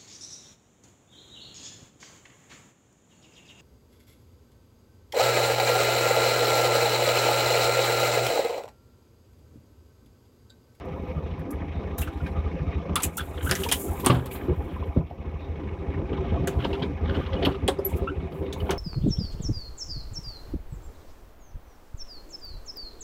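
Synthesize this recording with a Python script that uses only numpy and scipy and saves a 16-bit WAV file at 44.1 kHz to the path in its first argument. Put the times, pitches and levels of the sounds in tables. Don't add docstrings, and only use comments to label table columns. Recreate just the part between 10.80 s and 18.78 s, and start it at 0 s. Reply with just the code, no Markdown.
import sys
import numpy as np
from scipy import signal
from scipy.fft import rfft, irfft
from scipy.io import wavfile
from scipy.ndimage import uniform_filter1d

SR = 44100
rng = np.random.default_rng(int(sys.argv[2]) if len(sys.argv) > 2 else 0)


def gain_from_db(level_db):
    decades = np.asarray(level_db, float) / 20
    return 10 ** decades


def store_wav(level_fs):
    pcm = np.round(np.clip(np.atleast_2d(level_fs), -1, 1) * 32767)
    wavfile.write(sys.argv[1], SR, pcm.T.astype(np.int16))


N = 351918
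T = np.arange(N) / SR

# pitch in Hz, width in Hz, gain over the drone in dB.
PANELS = [(166, 110, 4.5), (228.6, 30, 0.5), (283.3, 11, 4), (515.7, 62, 7.5), (690, 36, 13),
          (810.4, 27, 9.5), (1010, 6.6, 7), (1208, 130, 5.5), (2212, 60, 10), (2470, 71, 4.5),
          (3700, 95, -3.5)]
# time in seconds, level in dB.
SHAKE = [(0, 3.5), (1.1, 7), (1.3, 1), (2.6, 2), (2.75, 11), (3.6, 13), (4.1, -3), (5.0, 11.5), (5.42, 8),
         (5.6, 6), (6.0, 16.5), (6.2, -2.5), (6.38, 16), (6.48, -8), (6.63, 20.5), (6.8, 9.5), (7.3, 20),
         (7.98, 10.5)]
# time in seconds, gain in dB.
GAIN = [(0, -0.5), (0.65, -1.5), (0.8, -1.5), (1.5, 1.5), (2.1, 2.5), (2.45, -2), (2.7, 0), (3.5, -0.5),
        (4.1, -2), (4.3, -5.5), (4.6, -3.5), (5.2, -1.5), (5.55, 2), (6.2, 0), (6.5, 4), (7.0, -2.5),
        (7.55, -6.5), (7.98, -1)]
# start in seconds, level in dB, body pitch in Hz, t60 in seconds, upper ring in dB.
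THUDS = [(2.097, -24, 183, 0.17, -14), (2.25, -25.5, 112, 0.14, -13), (2.709, -20, 376, 0.15, -6.5),
         (2.914, -26, 415, 0.076, 5), (3.262, -8.5, 261.5, 0.1, -8), (3.682, -10.5, 357, 0.09, -26),
         (4.162, -9, 250, 0.076, -31), (5.676, -18, 377, 0.11, -9), (5.848, -12.5, 399, 0.051, -5.5),
         (5.903, -24.5, 390, 0.051, -32), (6.021, -14.5, 266.5, 0.099, -27), (6.35, -22.5, 390, 0.095, -33),
         (6.537, -28, 122, 0.061, 1), (6.666, -12, 279, 0.14, -8), (6.881, -6.5, 395, 0.11, -10.5),
         (6.987, -12.5, 398, 0.086, -18), (7.149, -19, 358, 0.08, -37), (7.217, -20, 391.8, 0.22, -40),
         (7.374, -25, 357, 0.048, -36), (7.61, -16.5, 320, 0.047, -16), (7.891, -20.5, 387, 0.23, -3.5)]


def level(x):
    return x / np.sqrt(np.mean(x ** 2))


def columns(table):
    s, *rest = np.transpose(table)
    return [np.interp(T, s, c) for c in rest]


def ring(x, hz, width_hz):
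    return signal.lfilter(*signal.iirpeak(hz, hz / width_hz, SR), x)


def colour(x, shape, peaks=()):
    f = np.fft.rfftfreq(len(x), 1 / SR) + 1
    hz, db = np.transpose(shape)
    db = np.interp(np.log(f), np.log(hz), db)
    for centre, width, gain in peaks:
        db = db + gain / (1 + (2 * (f - centre) / width) ** 2)
    return level(irfft(rfft(x) * gain_from_db(db), len(x)))


def padded(x, hz):
    return signal.sosfilt(signal.butter(4, hz, fs=SR, output="sos"), x)


def walk(rate, size=N):
    k = int(SR * size / N / rate)
    held = np.repeat(rng.standard_normal(4000)[:size // k + 1], k)
    return uniform_filter1d(uniform_filter1d(held, k), k)[:size]


def patchy(bands_hz, rate, flicker_db):
    noise, t = rng.standard_normal(N), T[::16]
    out = 0
    for hz in bands_hz:
        flicker = gain_from_db(flicker_db * walk(rate, size=len(t)))
        out = out + ring(np.roll(noise, int(hz) * 20), hz, hz / 3) * np.interp(T, t, flicker)
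    return out


def fall(t60, attack, size=SR // 2):
    t = T[:size]
    return (1 - np.exp(-t / attack)) * gain_from_db(-60 * t / max(t60, .005))


def strokes(table):
    t, total = T[::32], 0
    for s, length, db in table:
        u = (t - s) / length
        total = total + np.clip(u / 0.19, 0, 1) * gain_from_db(db - 21 * np.maximum(u - 1, 0))
    return np.interp(T, t, total)


def add(out, s, x):
    i = int(s * SR)
    out[i:i + len(x)] += x[:N - i]


def microphone_hiss():
    return gain_from_db(-92.5) * rng.standard_normal(N)


def firing_count():
    # time in seconds, crank speed in turns a second.
    crank_speed = [(0, 13.185), (3.2, 13.185), (3.4, 13.095), (6.9, 13.095), (8, 12.95)]
    return 2 * (.39 + np.cumsum(columns(crank_speed)[0]) / SR)


def idle_lumps():
    # time in seconds, level in dB.
    lumps = [(0.0, -1), (0.18, -20), (0.7, -31), (0.97, 4), (1.6, 7.5), (1.88, 6.5), (2.04, -29),
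             (2.12, 2.5), (2.21, -16), (2.28, 4), (2.36, -23), (3.1, 8), (3.71, 9), (4.19, 17), (4.378, -4),
             (4.69, 5.5), (5.171, -1.5), (5.51, 14.5), (5.7, -12), (5.78, 3.5), (6.272, 13.5), (6.43, -10),
             (6.53, 3.5), (6.65, 3), (6.75, -1.5), (6.83, 10.5), (7.22, 12), (7.38, 11.5), (7.54, -5),
             (7.821, 17),
             (0.06, -6), (0.49, 6), (0.6, -4), (0.79, 7), (1.02, -1), (1.32, -16), (1.55, 7), (1.76, -7),
                (2.01, 5), (2.87, -2), (3.01, -21), (3.18, -8), (3.37, 20), (3.59, -10), (3.81, 8),
                (3.89, -5.5), (3.98, 8), (4.08, 8.5), (4.47, 6.5), (4.96, -12.5), (5.1, 4), (5.3, 4),
                (5.411, 6), (5.84, -7), (6.03, -9), (6.12, 9), (6.2, 5), (7.13, 13.5), (7.28, -5),
                (7.76, -3)]
    t = T[::32]
    return np.interp(T, t, sum(db * np.exp(-((t - s) / 0.025) ** 2) for s, db in lumps))


def cabin_boom(firing):
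    cylinder_db = [0.5, -8, -0.5, -10]
    # pitch in Hz, width in Hz, level in dB.
    cabin_modes = [(50.7, 5.8, -3.5), (68.2, 19, -1.5), (79.1, 17, 3.5), (134.8, 7.3, -12.5),
                   (156.5, 15, -14.5), (187, 6.8, -17.5)]
    at = np.flatnonzero(np.diff(np.floor(firing)))
    timing, strength = rng.standard_normal((300, 2))[:len(at)].T
    late = np.clip(at + (0.0014 * SR * timing).astype(int), 0, N - 1)
    cylinder = np.floor(firing[at + 1]).astype(int) % 4
    pulses = np.zeros(N)
    pulses[late] = gain_from_db(np.array(cylinder_db)[cylinder] + 2.6 * strength)
    boom = 0
    for k, (hz, width_hz, db) in enumerate(cabin_modes):
        boom = boom + (-1) ** k * gain_from_db(db) * ring(ring(pulses, hz, width_hz), hz, 3 * width_hz)
    return boom


def panel_drone(boom, throb):
    # pitch in Hz, level in dB per Hz.
    drone_shape = [(18, -44.5), (30, -9.5), (76, -0.5), (108, -11.5), (160, -8.5), (351, -10.5), (386, -8),
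                   (749, -28.5), (823, -23), (1300, -35), (1690, -60), (2860, -120)]
    kick = level(uniform_filter1d(np.abs(boom), SR // 50)) ** 0.32
    shake = patchy(40 * 2 ** np.arange(0, 6, .5), 35, 5.05) * gain_from_db(1.3 * walk(40)) * throb * kick
    return colour(shake, drone_shape, PANELS)


def valve_buzz(ticks):
    # pitch in Hz, level in dB per Hz.
    buzz_shape = [(530, -31), (900, 0.5), (1220, -7), (1380, -10.5), (1530, -7.5), (1960, -4.5),
                  (2290, -8.5), (2670, -9), (3890, -18), (4250, -23), (9000, -54.5), (11700, -74),
                  (19800, -120)]
    return colour(ticks, buzz_shape, PANELS)


def cooling_fan(ticks):
    fan = ring(ring(ticks, 5600, 1700), 5600, 1800)
    return level(fan / uniform_filter1d(np.abs(fan) + 1e-9, SR // 40) ** 0.81)


def engine():
    lump_db, shake_db = idle_lumps(), columns(SHAKE)[0]
    firing = firing_count()
    throb = 1 + 0.9 * np.exp(-(firing % 1) / 0.27)
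    boom = cabin_boom(firing)
    drone = panel_drone(boom, throb) * gain_from_db(-36 + 0.13 * lump_db + 0.33 * shake_db)
    ticks = patchy(600 * 2 ** np.arange(0, 4.5, .5), 60, 5.5) * gain_from_db(1.5 * walk(90)) * throb
    buzz = valve_buzz(ticks) * gain_from_db(-50.5 + 0.11 * lump_db + 0.2 * shake_db)
    beat_db = 4 * (np.cos(np.pi * firing - 2 * np.pi * .33) - .5)
    return level(boom) * gain_from_db(-32 + lump_db + beat_db) + drone + buzz + gain_from_db(-75) * cooling_fan(ticks)


def window_pane():
    push = rng.standard_normal(N) * gain_from_db(1.1 * walk(25))
    drive = gain_from_db(-53.5 + columns(SHAKE)[0])
    for s, db, *_ in THUDS:
        if s > 5:
            add(drive, s, gain_from_db(db - 21) * fall(0.43, 0.0069))
    return level(ring(push, 391.8, 4.6)) * drive


def rattles():
    out = 0
    for hz, *_ in PANELS[2:]:
        chatter = rng.standard_normal(N) * gain_from_db(9.2 * walk(28))
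        burble = ring(ring(chatter, hz, 30 + 0.045 * hz), hz, 3 * (30 + 0.055 * hz))
        out = out + level(burble) * gain_from_db(-50 - 6.5 * np.log2(hz / 500))
    return out * gain_from_db(0.14 * columns(SHAKE)[0])


def hums():
    # middle in seconds, level in dB, pitch in Hz.
    hum_table = [(0.085, -33, 503), (0.305, -31.5, 510), (0.383, -26, 155), (0.612, -28, 160),
                 (1.454, -30, 167), (1.753, -31, 171), (1.823, -28.5, 151), (2.7, -27, 134),
                 (2.815, -28.5, 388), (5.188, -32.5, 386), (5.416, -24.5, 380), (5.441, -30, 151),
                 (5.488, -31.5, 389), (5.567, -34.5, 517), (5.581, -32, 325), (5.581, -32, 269),
                 (5.605, -24, 136), (5.64, -32, 375), (5.645, -31, 280), (5.686, -35, 517),
                 (5.805, -26, 125), (5.849, -31, 298), (5.854, -32, 525), (6.023, -28.5, 156),
                 (6.028, -27, 405), (6.031, -28.5, 268), (6.287, -31.5, 250), (6.306, -32.5, 550),
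                 (6.391, -30, 124.6), (6.545, -30.5, 531), (6.757, -29.5, 394), (6.928, -33.5, 289),
                 (7.065, -28, 379), (7.314, -29, 292), (7.329, -32, 382), (7.378, -33.5, 390),
                 (7.459, -33, 386), (7.635, -33.5, 514), (7.816, -33, 405)]
    out, t = np.zeros(N), T[:SR // 8] - 1 / 16
    for s, db, hz in hum_table:
        add(out, s - 1 / 16, gain_from_db(db) * np.exp(-(t / 0.019) ** 2) * np.sin(2 * np.pi * hz * t))
    return out


def engine_clatter():
    # pitch in Hz, level in dB.
    loose_parts = [(530, -43.5), (700, -45), (812, -46), (1010, -47.5), (1150, -48), (1290, -50.5),
                   (1450, -53.5), (1610, -52.5), (2230, -53.5), (2470, -54.5), (2680, -56.5), (2950, -57),
                   (3450, -61), (3900, -62.5)]
    shake_db = columns(SHAKE)[0] + 3 * columns(GAIN)[0]
    when, which, size, detune = rng.random((1500, 4)).T
    when = when * T[-1]
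    part_hz, part_db = np.array(loose_parts)[(which * len(loose_parts)).astype(int)].T
    knock_db = part_db - 3 * np.log(.07 + size) + .25 * np.interp(when, T, shake_db)
    return zip(when, knock_db, part_hz * (1 + 0.056 * (detune - .5)))


def taps():
    # start in seconds, level in dB, pitch in Hz.
    tap_table = [(0.28, -32, 1010), (1.19, -37, 3900), (1.224, -29, 2700), (1.4027, -35, 1410),
                 (1.4596, -33, 2450), (1.662, -32.5, 1190), (1.992, -34, 1225), (2.158, -22, 3410),
                 (2.371, -33, 865), (2.385, -36, 3600), (2.4034, -27, 3410), (2.8614, -23, 955),
                 (3.0824, -35, 1310), (3.1657, -39, 1240), (3.2355, -26, 956), (3.644, -40, 696),
                 (3.688, -34, 950), (3.8745, -34.5, 1020), (3.9635, -30, 1020), (4.0247, -30, 1020),
                 (4.21, -34, 1010), (4.31, -31, 704), (5.3787, -29.5, 1010), (5.5702, -27.5, 1130),
                 (5.8456, -25, 930), (5.9317, -28, 926), (6.03, -33, 2330), (6.2367, -36, 1194),
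                 (6.352, -30, 1460), (6.4103, -34, 1184), (6.5291, -34, 2000), (6.565, -34, 2900),
                 (6.7451, -31, 1250), (6.9905, -29, 595), (7.115, -31, 914), (7.221, -31, 600),
                 (7.7628, -29, 920), (7.801, -34, 2960), (7.8915, -21, 900)]
    out, t = np.zeros(N), T[:SR // 20]
    waver = np.pad(np.cumsum(walk(300)) / SR, (0, len(t)), "edge")
    for rows, t60 in ((tap_table, 0.06), (engine_clatter(), .04)):
        shape = fall(t60, 0.0022, size=len(t))
        for s, db, hz in rows:
            bent = t + .015 * waver[int(s * SR):][:len(t)]
            add(out, s, gain_from_db(db) * shape * np.sin(2 * np.pi * hz * bent))
    return out * gain_from_db(4 * walk(500))


def slumps():
    # start in seconds, level in dB, t60 in seconds.
    slump_table = [
        (0.07, -31.5, 0.35),
        (2.25, -30, 0.29),
        (3.682, -20.5, 0.27),
        (4.158, -16.5, 0.24),
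        (5.6, -23, 0.23),
        (7.89, -26, .2),
    ]
    out, foam = np.zeros(N), padded(rng.standard_normal(SR // 2), 670)
    low = level(ring(ring(foam, 150, 60), 148, 110))
    groan = low + 0.44 * level(ring(ring(foam, 294, 182), 296, 300))
    for s, db, t60 in slump_table:
        add(out, s, gain_from_db(db) * groan * fall(t60, 0.0039))
    return out


def rustle():
    # start in seconds, length in seconds, level in dB.
    rub_table = [(0.016, 0.35, -86), (1.176, 0.047, -42), (1.29, 0.21, -75), (2.229, 0.022, -27.5),
                 (2.287, 0.31, -58), (2.368, 0.014, -31.5), (2.613, 0.23, -43.5), (2.93, 0.09, -40.5),
                 (3.026, .2, -49.5), (3.272, 0.082, -50.5), (3.4, 0.48, -72), (3.503, 0.059, -50.5),
                 (4.052, 0.021, -68.5), (5.684, 0.026, -59), (5.72, 0.17, -72), (6.284, 0.18, -79),
                 (6.644, .07, -66), (6.882, 0.035, -66), (7.043, 0.066, -51.5), (7.157, 0.03, -60.5),
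                 (7.504, 0.088, -72), (7.76, 0.14, -65)]
    rub_air_db = [3, -1, -4, -4.5, -3.5, 3, -4, 2.5, 1, -3.5, 6.5, 4.5, 3, 0.5, 4, 5, 0, -1, -3.5, 8, 4, 4]
    # pitch in Hz, level in dB per Hz.
    cloth_shape = [(2060, -26.5), (3500, -16.5), (5200, -14), (7290, 1.5), (8680, -0.5), (14800, 4.5),
                   (16100, -3), (16500, -31.5)]
    fibres = patchy(2500 * 2 ** np.arange(0, 3, .5), 25, 2.5)
    hiss = colour(fibres * gain_from_db(1.2 * walk(60) + 2.2 * walk(400)), cloth_shape)
    dull = signal.sosfilt(signal.butter(2, 13000, fs=SR, output="sos"), hiss)
    rubs = [(*rub, air) for rub, air in zip(rub_table, rub_air_db)]
    dull_strokes = strokes([(s, length, db - 0.79 * air) for s, length, db, air in rubs])
    airy_strokes = strokes([(s, length, db + 0.68 * air) for s, length, db, air in rubs])
    return dull * dull_strokes + (hiss - dull) * airy_strokes + hiss * gain_from_db(-84)


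def scrapes():
    # start in seconds, length in seconds, level in dB.
    scrape_table = [(1.2, 0.063, -46), (2.378, 0.032, -38.5), (2.57, 0.092, -43), (2.72, 0.2, -45.5),
                    (3.27, 0.099, -40), (3.5, 0.47, -58.5), (5.3, 0.26, -50), (5.78, 0.069, -43.5),
                    (5.93, 0.022, -40), (6.02, 0.017, -43), (6.23, 0.062, -51.5), (6.26, 0.15, -47.5),
                    (6.345, 0.034, -42.5), (6.52, 0.091, -48.5), (6.66, 0.033, -45), (6.44, 0.028, -49.5),
                    (6.625, 0.038, -42.5), (6.71, 0.039, -49), (7.86, 0.065, -46.5)]
    ticks = rng.standard_normal(N) * gain_from_db(7 * walk(180))

    def band(hz, width_hz):
        return ring(ring(ring(ticks, hz, width_hz), hz, width_hz), hz, width_hz)

    metal = band(1464, 900) + 0.66 * band(3140, 1000) + 0.064 * band(4600, 1500)
    return level(metal) * strokes(scrape_table)


def squeaks():
    # start in seconds, length in seconds, start pitch in Hz, end pitch in Hz, level in dB.
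    squeak_table = [
        (1.274, 0.027, 1340, 1485, -37),
        (2.161, 0.043, 1180, 1189, -27.5),
        (2.197, 0.01, 1138, 1140, -28),
        (2.378, 0.043, 1213, 1458, -32.5),
        (2.66, 0.061, 1372, 1610, -34.5),
        (7.272, 0.039, 1108, 1517, -28),
    ]
    out, grip = np.zeros(N), gain_from_db(5.7 * walk(390))
    wobble_hz = 150 * walk(500)
    for s, length, hz0, hz1, db in squeak_table:
        u, i = np.linspace(0, 1, int(length * SR)), int(s * SR)
        hz = hz0 + (hz1 - hz0) * np.sqrt(u) + wobble_hz[i:][:len(u)]
        turn = 2 * np.pi * np.cumsum(hz) / SR
        overtones = np.sin(2 * turn) + 0.17 * np.sin(2.5 * turn)
        tone = np.sin(turn) + gain_from_db(-11 * hz0 / 1000) * overtones
        swell = np.sin(np.pi * u ** .45)
        add(out, s, gain_from_db(db) * tone * swell * grip[i:][:len(u)])
    return out


def thuds():
    # time in seconds, level in dB.
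    seat_blow = (3.297, -14)
    # pitch in Hz, level in dB, t60 in seconds.
    seat_modes = [(125.2, 3, 0.39), (166.7, -2.5, 0.4), (255, -7.5, 0.47), (328, -6, 0.23), (566, -11, 0.3),
                  (1160, -19, 0.15)]
    out, t = np.zeros(N), T[:SR // 2]
    felt = padded(rng.standard_normal(N), 1500)
    pad = level(ring(ring(felt, 610, 530), 700, 900))
    soft = level(ring(ring(felt, 380, 220.0), 380, 300))
    for s, db, hz, t60, upper_db in THUDS:
        turn = 2 * np.pi * hz * t
        body = np.sin(turn) + .5 * np.sin(0.438 * turn) * (hz < 385) + 0.38 * np.sin(1.37 * turn)
        i = min(int(s * SR), N - len(t))
        padding = 0.3 * soft[i:i + len(t)] + gain_from_db(upper_db) * pad[i:i + len(t)]
        add(out, s, gain_from_db(db - 1.5) * (body + padding) * fall(t60, 0.004))
    seat_s, seat_db = seat_blow
    add(out, seat_s, gain_from_db(seat_db - 10.5) * (pad + soft)[:len(t)] * fall(0.36, 0.0053))
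    for hz, db, t60 in seat_modes:
        unsteady_db = hz / 120 * walk(52)[:len(t)]
        add(out, seat_s, gain_from_db(seat_db + db + unsteady_db) * np.sin(2 * np.pi * hz * t) * fall(t60, 0.0021))
    return out


def clicks():
    # start in seconds, sizzle in dB, ring in dB, ring pitch in Hz.
    buckle_clicks = [(0.0503, -49, -67, 1000), (0.2794, -51, -52, 1010), (0.5921, -44, -47, 1780),
                     (0.7053, -27.5, -56, 1030), (1.1817, -18.5, -33, 1680), (1.2161, -21.5, -31.5, 2380),
                     (1.2735, -36, -39, 1490), (1.4634, -38.5, -32, 1600), (2.1565, -11.5, -15, 1190),
                     (2.1994, -27, -27, 1190), (2.2218, -17.5, -32, 2070), (2.2338, -13, -23.5, 2470),
                     (2.3765, -17, -31, 3370), (2.4044, -35, -32.5, 1410), (2.6913, -22, -22, 1510),
                     (2.7117, -9.5, -13.5, 1670), (2.7521, -15, -23, 1940), (2.7994, -26.5, -32, 980),
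                     (2.8345, -19.5, -21.5, 2900), (2.8883, -15, -24, 2470), (2.9144, -12.5, -14, 3200),
                     (2.9228, -7.5, -19, 2980), (3.1971, -24, -31, 1040), (3.246, -18, -21, 1003),
                     (3.2615, -8, -13, 1150), (3.2994, -41, -15.5, 1150), (3.3494, -57, -31, 1400),
                     (3.4565, -25.5, -33, 1080), (3.5109, -50, -33, 2280), (3.5533, -47, -34, 1030)]
    # start in seconds, sizzle in dB, ring in dB, ring pitch in Hz.
    latch_clicks = [(5.673, -15.5, -21, 1580), (5.803, -52, -34, 2940), (5.8451, -37.5, -23, 2900),
                    (5.930, -43, -25, 2840), (5.995, -66, -37, 3000), (6.0224, -63.5, -23, 3200),
                    (6.2911, -52.5, -33, 1010), (6.318, -64.5, -49.5, 2970), (6.347, -62, -31, 2900),
                    (6.4624, -65.5, -34, 3040), (6.5311, -46, -28.5, 3240), (6.6263, -54, -22.5, 3180),
                    (6.6495, -24.5, -13.5, 3050), (6.718, -64.5, -33, 2900), (6.746, -59.5, -34.5, 2730),
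                    (6.8785, -12, -14, 3250), (6.9875, -34.5, -44, 5000), (7.0514, -39, -53, 1660),
                    (7.1671, -32.5, -50, 1440), (7.2206, -48, -49, 1000), (7.42, -69, -51, 2590),
                    (7.5194, -62, -39, 1230), (7.7263, -23.5, -27, 3540), (7.7994, -62, -33.5, 1020),
                    (7.8924, -53, -28.5, 2180), (7.9069, -17, -17, 1420)]
    buckle_shine_hz = [13000, 13000, 13500, 11500, 14500, 13100, 6300, 5000, 10000, 10020, 12000, 7800,
                       9200, 7800, 6520, 5060, 6180, 9160, 6020, 5180, 8000, 9030, 13500, 14000, 8450,
                       13000, 13500, 14300, 8000, 8000]
    latch_shine_hz = [6900, 6050, 5150, 6300, 6000, 6000, 6000, 6000, 6000, 6000, 5130, 6000, 12500, 6000,
                      6000, 8600, 5100, 8000, 13500, 8000, 8000, 13000, 6500, 5970, 6000, 5530]
    # pitch in Hz, level in dB per Hz.
    sizzle_shape = [(2060, -27.5), (3500, -2.5), (3910, -9.5), (5200, 1.5), (5660, 2.5), (11500, 2.5),
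                    (15800, -1), (16200, -26), (16500, -57.5)]
    out, n = np.zeros(N), SR // 5
    grit = patchy(2500 * 2 ** np.arange(0, 2.7, 1 / 3), 200, 4.5)
    bright = colour(grit, sizzle_shape) * gain_from_db(walk(190))
    raw = signal.sosfilt(signal.butter(6, 4600, fs=SR, output="sos"), rng.standard_normal(N))
    buckle = buckle_clicks, buckle_shine_hz, 300, .3, .085
    latch = latch_clicks, latch_shine_hz, 450, .4, .065
    for table, shines, width_hz, stiff, ring_t60 in (buckle, latch):
        for (s, sizzle_db, ring_db, hz), shine_hz in zip(table, shines):
            i = min(int(s * SR), N - n)
            hiss, knock = bright[i:i + n], raw[i:i + n]
            scrape = hiss + 2.02 * ring(hiss, shine_hz, 0.21 * shine_hz)
            sizzle_t60 = 0.058 * (1 + 0.003 * (sizzle_db + 39.0))
            crack = 3.4 * np.clip((sizzle_db + 25) / 13.5, 0, 1)
            shape = fall(sizzle_t60, 0.0031, size=n) + crack * fall(0.006, 0.00042, size=n)
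            add(out, s, gain_from_db(sizzle_db - 17) * scrape * shape)
            part = ring(knock, hz, width_hz) + stiff * (ring(knock, 2870, 900) + ring(knock, 1900, 840))
            add(out, s, gain_from_db(ring_db - 4.0) * level(part) * fall(ring_t60, 0.0037, size=n))
            ping = np.sin(2 * np.pi * hz * T[:n]) * fall(0.02, 0.00035, size=n)
            add(out, s, gain_from_db(ring_db - 2) * ping)
    return out


def snaps():
    # start in seconds, level in dB, pitch in Hz.
    snap_table = [
        (2.1576, -17, 9800),
        (2.2392, -17, 8200),
        (2.7122, -10.5, 5300),
        (2.7125, -15, 8950),
        (2.7526, -19, 5900),
        (2.9233, -9, 9800),
        (3.2619, -8.5, 9000),
        (5.848, -32, 5120),
        (7.7267, -32, 3700),
    ]
    out, shape = np.zeros(N), fall(.006, 0.00026, size=800)
    for s, db, hz in snap_table:
        add(out, s, gain_from_db(db + 2.5) * shape * np.sin(2 * np.pi * hz * T[:len(shape)]))
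    return out


def zing():
    # middle in seconds, length in seconds, level in dB, pitch in Hz.
    bite_table = [
        (7.0525, 0.0059, -18.5, 11800),
        (7.0565, 0.0018, -17.5, 12200),
        (7.061, 0.0024, -22, 12200),
        (7.0668, .005, -21.5, 11850),
        (7.075, 0.011, -35, 11850),
    ]
    out, t = np.zeros(N), T[:SR // 32] - 1 / 64
    for s, length, db, hz in bite_table:
        add(out, s - 1 / 64, gain_from_db(db) * np.exp(-(2 * t / length) ** 2) * np.sin(2 * np.pi * hz * t))
    return out


def cabin_echo(x, t60, wet_db):
    tail = rng.standard_normal(SR // 2) * fall(t60, 0.003)
    return x + gain_from_db(wet_db) * signal.fftconvolve(x, tail / np.linalg.norm(tail))[:N]


def camera_gain(near):
    knee_db, slope, duck_s = -35.5, 0.39, 0.054
    p = np.exp(-1 / (duck_s * SR))
    loud = signal.lfilter([(1 - p) ** 2], [1, -2 * p, p * p], np.abs(near))
    return gain_from_db(columns(GAIN)[0]) * (1 + np.abs(loud) / gain_from_db(knee_db)) ** -slope


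def scene():
    near = cabin_echo(clicks() + thuds() + squeaks() + snaps(), t60=0.14, wet_db=-13.0)
    hiss = microphone_hiss()
    car = engine() + window_pane()
    cloth = rustle()
    car = camera_gain(near) * (car + rattles())
    mix = car + cloth + scrapes() + near + zing() + hiss + taps() + slumps() + hums()
    return mix[None]


def band_limit(x):
    return signal.sosfilt(signal.butter(12, 16980, fs=SR, output="sos"), x)


def record(dry):
    mix = signal.sosfilt(signal.ellip(6, .5, 25, 15900, fs=SR, output="sos"), dry)
    mix = signal.sosfilt(signal.butter(2, 35, "high", fs=SR, output="sos"), mix)
    return band_limit(mix)


dry = scene()
out = record(dry)
store_wav(out)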